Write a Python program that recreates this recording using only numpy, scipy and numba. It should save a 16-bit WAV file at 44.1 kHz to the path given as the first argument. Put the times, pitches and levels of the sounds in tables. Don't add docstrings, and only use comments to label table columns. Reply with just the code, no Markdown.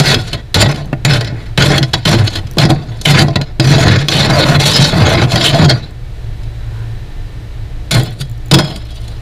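import sys
import numpy as np
from scipy import signal
from scipy.fft import rfft, irfft
from scipy.io import wavfile
from scipy.ndimage import uniform_filter1d
from numba import njit

SR = 44100
rng = np.random.default_rng(int(sys.argv[2]) if len(sys.argv) > 2 else 0)


def store_pcm(level_fs):
    pcm = np.round(np.clip(level_fs, -1, 1) * 32767).astype(np.int16)
    wavfile.write(sys.argv[1], SR, np.atleast_2d(pcm).T)


N = 406161
NEAR_S = 7.5


def scrape():
    bite, push, ice, sparkle, rasp, note, steel_hz, box_hz = strokes()
    chip, chip_sparkle, chip_rings = chips()
    judder = np.minimum(wander(70), 1.5)
    snaps, lumps = crackle(12000, spread_db=3), crackle(2500, spread_db=2)
    bursts = undb(2.48 * judder)
    out = pressed_spoon(snaps, bite * bursts * undb(-4.5) + chip * undb(-15), steel_hz)
    out += frost_rasp(snaps, rasp * bursts * undb(-3.5) + chip * undb(-20.5))
    out += fine_grit(snaps, sparkle * bursts * undb(-8) + chip_sparkle * undb(0.5))
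    out += icy_box(lumps, ice * undb(2.53 * judder - 1.5), note, box_hz)
    out += chip_rings + clinks() + crumbs()
    return out + box_echo(out) + wall_boom(push)


# (starting steel pitch [Hz], sparkle above bite [dB], ice boost [dB],
# rasp boost [dB], box note [Hz], note above ice [dB])
STROKES = [(4000, -8.5, -0.5, 1.5, 350, 1.5), (4100, -8.5, 2.5, 0, 530, 0), (3900, -25, 3, 9, 480, 12),
           (4000, -11, -0.5, 2.5, 280, -4), (4160, -13, 0, 1, 433, 6), (4200, -19, -2.5, -2.5, 940, 7),
           (3850, -7.5, -1.5, -1.5, 970, -0.5), (3730, -10.5, 2, -1, 540, 4), (4300, 5, 1, -5, 400, 2),
           (4150, -11, 0, 1, 560, 1), (3740, -38, 3.5, 1, 930, -1), (4120, -13.5, 0, 0.5, 670, 4),
           (4000, -12.5, 2, -1.5, 590, 5), (4100, -12, 5, 2, 640, 12), (4000, -11, -1.5, -0.5, 930, 2),
           (4070, -9.5, 3.5, 2.5, 674, 9), (3850, -14, 2.5, 0, 625, 11.5), (4030, -14, -0.5, 0.5, 670, 1),
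           (3820, -1, 0.5, -1.5, 720, 1), (3830, -2, -15, -7, 300, 0), (3560, -6, 3.5, -2.5, 640, 9)]
# (time [s], bite of the edge [dB], push on the wall [dB])
EFFORT = [
    [(0.0, -3.5, 0), (.024, -21, -14), (.07, -2.5, -11), (.172, -20.5, -9), (.216, -31, -24),
     (.322, -35, -30), (.334, -14, -17), (.368, -34.5, -24), (.53, -77, -55)],
    [(.547, -6, -14.5), (.571, -17, -4), (.599, -8.5, -15), (.609, -7, -7), (.627, -1, 0),
     (.639, -13, -6.5), (.783, -34.5, -22), (.92, -56, -28)],
    [(.932, -37, -2), (.948, -69, -34), (1.04, -67, -30)],
    [(1.052, -11, -9.5), (1.076, -24, -12), (1.108, -8, -8), (1.238, -36, -17), (1.274, -28, -23.5),
     (1.322, -49.5, -20), (1.47, -37, -32.5), (1.5, -52, -32)],
    [(1.58, -11.5, -6.5), (1.77, -16, -10), (1.786, -10, -25), (1.802, -41, -9), (1.834, -16, -12.5),
     (1.86, -39, -25), (1.93, -44, -30)],
    [(1.939, -6.5, -9), (1.961, -30, -14), (2.045, -38, -42)],
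    [(2.057, -13.5, -7.5), (2.147, -13.5, -3.5), (2.257, -30, -16.5), (2.281, -7, -18), (2.291, -38, -27),
     (2.375, -15.5, -19), (2.401, -39, -25), (2.56, -82, -40)],
    [(2.574, -45.5, -2.5), (2.6, -11, -12), (2.658, -18, 0), (2.682, -34, -14), (2.702, -14.5, 2),
     (2.74, -35, -13), (3.0, -42, -34.5)],
    [(3.016, -20.5, -28), (3.028, -48, -33), (3.044, -37, -35)],
    [(3.055, -12, -12), (3.067, -18, -14), (3.115, -6.5, -6.5), (3.159, -14, -4), (3.225, -10.5, -2.5),
     (3.247, -25, -5), (3.35, -36.5, -23)],
    [(3.36, -10, -2), (3.386, -50, -16), (3.418, -37, -10), (3.438, -38, -34), (3.58, -61, -39)],
    [(3.6, -30, 2), (3.62, -21.5, -18), (3.672, -13, -7), (3.838, -12, -3), (3.964, -13.5, -5.5),
     (3.976, -33, -5), (3.99, -11, -12), (4.048, -33, -20), (4.078, -36, -28)],
    [(4.087, -17.5, -15), (4.179, -7.5, -10.5), (4.225, -5, -10), (4.285, -23.5, -11)],
    [(4.293, -19.5, -8.5), (4.367, -12.5, -7.5), (4.565, -17, -7.5), (4.579, -45, -10)],
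    [(4.588, -30, -6), (4.599, -13, -19), (4.629, -11.5, -13.5), (4.781, -7.5, -12.5), (4.797, -10.5, -5),
     (4.855, -8, -9), (4.92, -20.5, -18.5)],
    [(4.93, -25, -3), (4.944, -18, -8), (5.238, -16.5, -6), (5.27, -34, -9), (5.3, -23, -25)],
    [(5.31, -16, -40), (5.336, -17, -6.5), (5.472, -9, -21), (5.556, -19.5, -9.5), (5.66, -13, -0.5),
     (5.674, -60, -6)],
    [(5.684, -21, -5), (5.702, -6.5, -7), (5.738, -24.5, -11), (5.878, -44.5, -32), (5.95, -59, -33)],
    [(7.915, -10, -20), (7.949, -11, -12), (7.961, -21, -9.5), (8.179, -46.5, -37)],
    [(8.19, -34, -30), (8.215, -22.5, -21.5), (8.243, -47, -33), (8.35, -53, -48)],
    [(8.515, -6.5, -16), (8.531, -21, 10), (8.543, 6, -2), (8.565, -26, -1), (8.593, -15, -2.5),
     (8.617, -24.5, -12), (8.693, -28.5, -22), (8.757, -34.5, -24.5), (8.827, -40, -37),
     (8.957, -37.5, -44), (9.21, -48, -46)],
]


def strokes():
    t, gains = np.arange(N) / SR, np.zeros((6, N))
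    steel_hz, box_hz = np.full(N, 4000.), np.full(N, 600.)
    flicker_db = 3 * wander(25) + 3 * wander(90)
    sag_hz_per_s = 800
    for (start_hz, sparkle_db, ice_db, rasp_db, note_hz, note_db), effort in zip(STROKES, EFFORT):
        times, bite_db, push_db = np.transpose(effort)
        started = t > times[0] - .003
        on = started & (t <= times[-1] + .008)
        bite, push = np.interp(t[on], times, bite_db), np.interp(t[on], times, push_db)
        ice = bite + 0.6 * (push - bite) - 4.5 + ice_db
        rasp = bite + 0.39 * (push - bite) - 5.5 + rasp_db
        sparkle = bite + sparkle_db + flicker_db[on]
        gains[:, on] = undb([bite, push, ice, sparkle, rasp, ice + note_db])
        steel_hz[on] = start_hz - sag_hz_per_s * (t[on] - times[0])
        box_hz[started] = note_hz
    return (*gains, steel_hz * (1 + 0.039 * wander(16)), box_hz)


# (frequency [Hz], level [dB])
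CRUNCH_TONE = [(1530, -43), (2600, -4), (3690, 6.5), (4010, 12), (5520, -5.5), (5980, -32), (6250, -27),
               (7500, -14), (9750, -64), (16500, -120)]
# (pitch [Hz], width [Hz], level [dB])
BOWL_NOTES = [(3070, 126, -5.5), (3280, 50, -0.5), (3427, 110, -5), (3943, 130, -4.5), (4103, 166, -1),
              (4410, 230, -10.5), (4766, 69, -1.5), (5036, 120, -5), (5930, 214, -14), (6620, 100, -12.5),
              (7040, 120, -18), (8300, 90, -45), (9300, 150, -47)]


def pressed_spoon(snaps, gain, steel_hz):
    drive = snaps * gain
    bowl = undb(13) * resonate(drive, BOWL_NOTES, shift_db=4.5, drift=.008, rate=22)
    crunch = undb(-0.5) * shaped_crackle(snaps, gain, CRUNCH_TONE)
    return crunch + bowl + undb(6.5) * moving_ring(drive, steel_hz, 170.)


# (frequency [Hz], level [dB])
RASP_TONE = [(710, -29), (1200, -5), (1430, 1.5), (1600, -4), (2540, -11), (2800, -19.5), (3640, -25),
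             (6160, -120)]
# (pitch [Hz], width [Hz], level [dB])
CRUST_NOTES = [(1426, 42, -0.5), (1760, 275, -5.5), (1954, 44, 4.5), (2078, 210, -4), (2628, 150, -5)]


def frost_rasp(snaps, gain):
    crust = undb(14) * resonate(snaps * gain, CRUST_NOTES, shift_db=2.5, drift=0.0073, rate=20)
    return undb(-4) * shaped_crackle(snaps, gain, RASP_TONE) + crust


# (frequency [Hz], level [dB])
SPARKLE_TONE = [(3800, -21.5), (6500, 1), (7500, -6), (9000, -5), (11400, -11), (14700, -22), (15500, -28)]
NEAR_SPARKLE_TONE = [(3820, -15), (6500, -3), (7850, 0), (9000, 2), (9960, -1), (15000, -16)]


def fine_grit(snaps, gain):
    near = np.arange(N) > NEAR_S * SR
    high_notes = [note for note in BOWL_NOTES if note[0] > 5500]
    out = undb(18.5) * resonate(snaps * gain, high_notes, shift_db=3, drift=.01, rate=21)
    out += shaped_crackle(snaps, gain * ~near, SPARKLE_TONE)
    return out + undb(-3) * shaped_crackle(snaps, gain * near, NEAR_SPARKLE_TONE)


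# (frequency [Hz], level [dB])
ICE_TONE = [(120, -24), (200, -11), (232, -10), (317, 5), (524, -1.5), (642, 0), (907, -7), (1190, -21),
            (1300, -16), (1690, -54.5), (2860, -120)]
# (pitch [Hz], width [Hz], level [dB])
BOX_NOTES = [(272.5, 13, -8.5), (327.4, 13.5, 5.5), (419.5, 5.4, -3.5), (598, 7.5, -2), (672.3, 24.4, 0),
             (758, 20.4, -1.5), (1032, 41, -9)]


def icy_box(lumps, gain, note_gain, note_hz):
    hollow = undb(17.5) * resonate(lumps * gain, BOX_NOTES, shift_db=-1, drift=0.043, rate=16)
    spot = undb(7.5) * moving_ring(lumps * note_gain, note_hz * (1 + .06 * wander(12)), 80.)
    return shaped_crackle(lumps, gain, ICE_TONE) + hollow + spot


# (pitch [Hz], width [Hz], level [dB])
WALL_NOTES = [(105.5, 30, -7.5), (136.9, 39.5, -10), (186.6, 113, -21.5), (75.6, 100, -16)]


def wall_boom(push):
    shoves = crackle(400, spread_db=1.5)
    boom_hz = 130 * (1 + 0.079 * wander(6))

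    def panel(x):
        main = moving_ring(moving_ring(x, boom_hz, 26.4), boom_hz, 37.)
        return main + sum(undb(db) * ring(ring(x, hz, width), hz, 3 * width)
                          for hz, width, db in WALL_NOTES)

    return undb(2) * panel(shoves * push) / panel(shoves).std()


# (time [s], strength [dB], hollow knock above strength [dB])
CHIPS = [(.0568, -10, -16), (0.144, 8, -27), (0.2784, -21, -24), (.331, -3, -14), (0.5432, 4, -21),
         (0.607, -1, -15), (0.7164, -28, 0), (.745, -18, -3), (.759, -14, -7), (0.9286, -26, 12.5),
         (1.049, -7, -16), (1.1005, -16, -14), (1.135, 4, -15), (1.2091, -1, -15.5), (1.246, -12, -18),
         (1.276, -21, -10), (1.5757, -1, -19), (1.6225, 8, -25), (1.704, -3.5, 3), (1.78, 9, -17),
         (1.829, 4.5, -15.5), (1.934, 0, -23), (2.0526, 1.5, -24), (2.2738, -7, -18), (2.3337, -14, -13),
         (2.3551, -2.5, -13), (2.4702, -19, -21), (2.57, -19, -5), (2.584, 12, -15.5), (2.6525, 1.5, -3),
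         (2.702, 0, 1), (3.014, -23, -16), (3.056, 3.5, -5.5), (3.0859, -3, -6), (3.19, -1, -2),
         (3.2833, -7.5, 5.5), (3.3567, -2, -5), (3.4137, -3.5, -26), (3.5981, 9, -11.5), (3.782, -1, 1.5),
         (3.9888, -12, -13), (4.0844, 10.5, -18), (4.121, -2, -14), (4.2973, -12, 2), (4.6003, -4, 1.5),
         (4.6556, -1, -11), (5.0663, 0, -9), (5.3186, 0, -6.5), (5.3573, 6, -9), (5.4103, 0, -28),
         (5.444, 2, -24), (5.546, -2.5, 3.5), (5.694, 1, -5), (6.4336, -27, -18), (7.9099, 0.5, -31),
         (7.996, -7.5, -4), (8.211, -11.5, -30), (8.5145, 0, -3), (8.542, 4, -3), (8.587, 9.5, -25),
         (8.76, -9.5, -14), (8.905, -31, -6), (9.0797, -25, -12)]


def chips():
    gains, rings = np.zeros((2, N)), np.zeros(N)
    rise_s, fade_s = 0.00033, 0.025
    fade = undb(-60 * np.linspace(0, 1, int(fade_s * SR)))
    fade *= np.minimum(1, np.arange(len(fade)) / (rise_s * SR))
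    for start, level_db, knock_db in CHIPS:
        sparkle_db = (-16 if start > NEAR_S else -26.5) - 0.34 * level_db
        add(gains, start, undb([[level_db], [level_db + sparkle_db]]) * fade)
        for hz, _, db in BOWL_NOTES:
            add(rings, start, ping(hz, level_db + db - 20 + rng.normal(0, 5.8), 0.044))
        for hz, _, db in BOX_NOTES:
            add(rings, start, ping(hz, level_db + knock_db + db - 13.5 + rng.normal(0, 4), 0.16))
    return (*gains, rings)


# (pitch [Hz], level [dB], ring time [s])
FREE_SPOON_NOTES = [(3058, -18, .45), (3277, -7, .4), (3318, 0, .46), (5125, -6, .42), (7063, -22, .3),
                    (8682, -22, .2)]
# (time [s], level [dB], ring time multiplier [ratio])
CLINKS = [(.004, -21, .7), (.1434, -18, .5), (1.8307, -27, .25), (8.2137, -34, .35), (8.514, -19, .9),
          (8.5415, -16, 1.1), (8.5889, -19, 1.1), (8.9047, -41, .6)]


def clinks():
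    out = np.zeros(N)
    for start, level_db, freedom in CLINKS:
        for hz, db, ring_s in FREE_SPOON_NOTES:
            add(out, start, ping(hz, level_db + db + rng.normal(0, 1.5), ring_s * freedom))
    return out


# (time [s], level [dB])
CRUMBS = [(.8574, -27), (2.5122, -19), (2.5353, -26), (5.909, -31), (8.0344, -12), (8.0611, -20),
          (8.108, -25), (8.2975, -28), (8.315, -30), (8.3784, -35), (8.4602, -30), (8.484, -28),
          (8.65, -19), (8.7116, -35), (8.8543, -29), (8.8694, -38), (8.9635, -36), (9.0166, -30),
          (9.0414, -49)]


def crumbs():
    out, clicks = np.zeros(N), np.diff(rng.standard_normal((len(CRUMBS), 257)))
    fade_db = np.linspace(0, -60, clicks.shape[1])
    for (start, level_db), click in zip(CRUMBS, clicks):
        add(out, start, ping(rng.uniform(5560, 8000), level_db - 9, 0.017))
        add(out, start, click * undb(level_db - 6 + fade_db))
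    return out


def box_echo(sound, ring_s=0.093, level_db=-11.5):
    t = np.arange(int(ring_s * SR)) / SR
    tail = rng.standard_normal(SR)[:len(t)] * undb(-60 * t / ring_s)
    tail /= np.linalg.norm(tail)
    return undb(level_db) * signal.oaconvolve(sound, tail)[:N]


# (multiple of the shaft's speed [ratio], level [dB])
HUM_NOTES = [(1, -29.5), (3, -49.5), (5, -50), (8, -71), (10, -55), (12, -56.5), (13, -74), (14, -75),
             (15, -96), (30, -57), (31, -63), (32, -74), (33, -78), (34, -61), (38, -60), (66, -58.5)]
# (pitch [Hz], width [Hz], level [dB])
DRONES = [(26.3, 15, -24.5), (111.3, 8.2, -27), (132, 7.3, -39), (90, 32, -34.5)]


def compressor(shaft_hz=59.6):
    t, out = np.arange(N) / SR, np.zeros(N)
    for multiple, db in HUM_NOTES:
        gain = np.sqrt(2) * undb(db + 1.5 * wander(2.2))
        out += gain * np.sin(2 * np.pi * (multiple * shaft_hz * t + rng.random()))
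    for hz, width, db in DRONES:
        band = ring(rng.standard_normal(N), hz, width)
        out += undb(db) * unit(ring(band, hz, 2 * width))
    return out


# (frequency [Hz], level [dB])
AIR_TONE = [(82, -27), (140, 4.5), (259, -7), (297, -0.5), (400, -1.5), (479, -2), (550, -8.5), (698, -6.5),
            (1170, -13), (1770, -11.5), (2120, -14.5), (3990, -15.5), (5710, -24), (14800, -35),
            (16000, -47)]


def kitchen_air(level_db=-39):
    return undb(level_db + wander(3)) * unit(colour(rng.standard_normal(N), AIR_TONE))


# (time [s], level [dB])
SWELL = [(6.6, -57), (6.76, -41.5), (6.88, -46), (6.92, -65), (7.0, -70)]


def swell():
    times, db = np.transpose(SWELL)
    hiss = rng.standard_normal(N)
    bands = unit(ring(hiss, 1470, 300) + undb(1) * ring(hiss, 1030, 80))
    return bands * undb(np.interp(np.arange(N) / SR, times, db, left=-99, right=-99))


def crackle(rate, spread_db):
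    chance, size, sign = rng.random(N), rng.exponential(size=N), rng.standard_normal(N)
    return unit((chance < rate / SR) * undb(spread_db * np.minimum(size, 4.5)) * np.sign(sign))


def shaped_crackle(snaps, gain, tone):
    return colour(snaps * gain, tone) / colour(snaps, tone).std()


def resonate(x, notes, shift_db, drift, rate):
    out = np.zeros(N)
    for k, (hz, width, db) in enumerate(notes):
        drive = x * undb(db + shift_db * wander(rate))
        out += (-1) ** k * moving_ring(drive, hz * (1 + drift * wander(rate / 2)), float(width))
    return out


def colour(x, tone):
    hz, db = np.transpose(tone)
    bins = np.maximum(np.arange(2049) * SR / 4096, 1)
    cepstrum = irfft(np.interp(np.log(bins), np.log(hz), db) * np.log(10) / 20)
    cepstrum[1:2048] *= 2
    cepstrum[2049:] = 0
    return signal.oaconvolve(x, irfft(np.exp(rfft(cepstrum))))[:N]


def ring(x, hz, width_hz):
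    return signal.lfilter(*signal.iirpeak(hz, hz / width_hz, SR), x)


@njit
def moving_ring(x, hz, width_hz):
    out, band_state, low_state = np.empty(len(x)), 0., 0.
    for i in range(len(x)):
        step, damping = np.tan(np.pi * hz[i] / SR), width_hz / hz[i]
        band = (band_state + step * (x[i] - low_state)) / (1 + step * (step + damping))
        band_state = 2 * band - band_state
        low_state += 2 * step * band
        out[i] = damping * band
    return out


def ping(hz, db, ring_s):
    t = np.arange(int(ring_s * SR)) / SR
    return undb(db - 60 * t / ring_s) * np.sin(2 * np.pi * hz * t)


def wander(rate):
    hold = int(SR / rate)
    held = rng.standard_normal(1000)[np.arange(N) // hold]
    return 1.38 * uniform_filter1d(held, hold // 2)


def add(out, start, sound):
    part = out[..., int(start * SR):int(start * SR) + sound.shape[-1]]
    part += sound[..., :part.shape[-1]]


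def undb(db):
    return 10 ** (np.asarray(db) / 20)


def unit(x):
    return x / np.sqrt(np.mean(x ** 2))


@njit
def loudness(x, rise_s, fall_s):
    level, out = 0., np.empty(len(x))
    for i in range(len(x)):
        level += (abs(x[i]) - level) / (SR * (rise_s if abs(x[i]) > level else fall_s))
        out[i] = level
    return out


def scene():
    return (undb(2) * scrape() + compressor() + kitchen_air() + swell())[None]


def record(dry, threshold_db=-14.5, top_hz=15500):
    level = loudness(dry[0], rise_s=0.0032, fall_s=0.2)
    ducked = dry * np.minimum(1, undb(threshold_db) / (level + 1e-9)) ** 0.26
    clipped = ducked / (1 + np.abs(ducked) ** 9) ** (1 / 9)
    return signal.sosfilt(signal.ellip(12, .2, 80, top_hz, fs=SR, output="sos"), clipped)


dry = scene()
out = record(dry)
store_pcm(out)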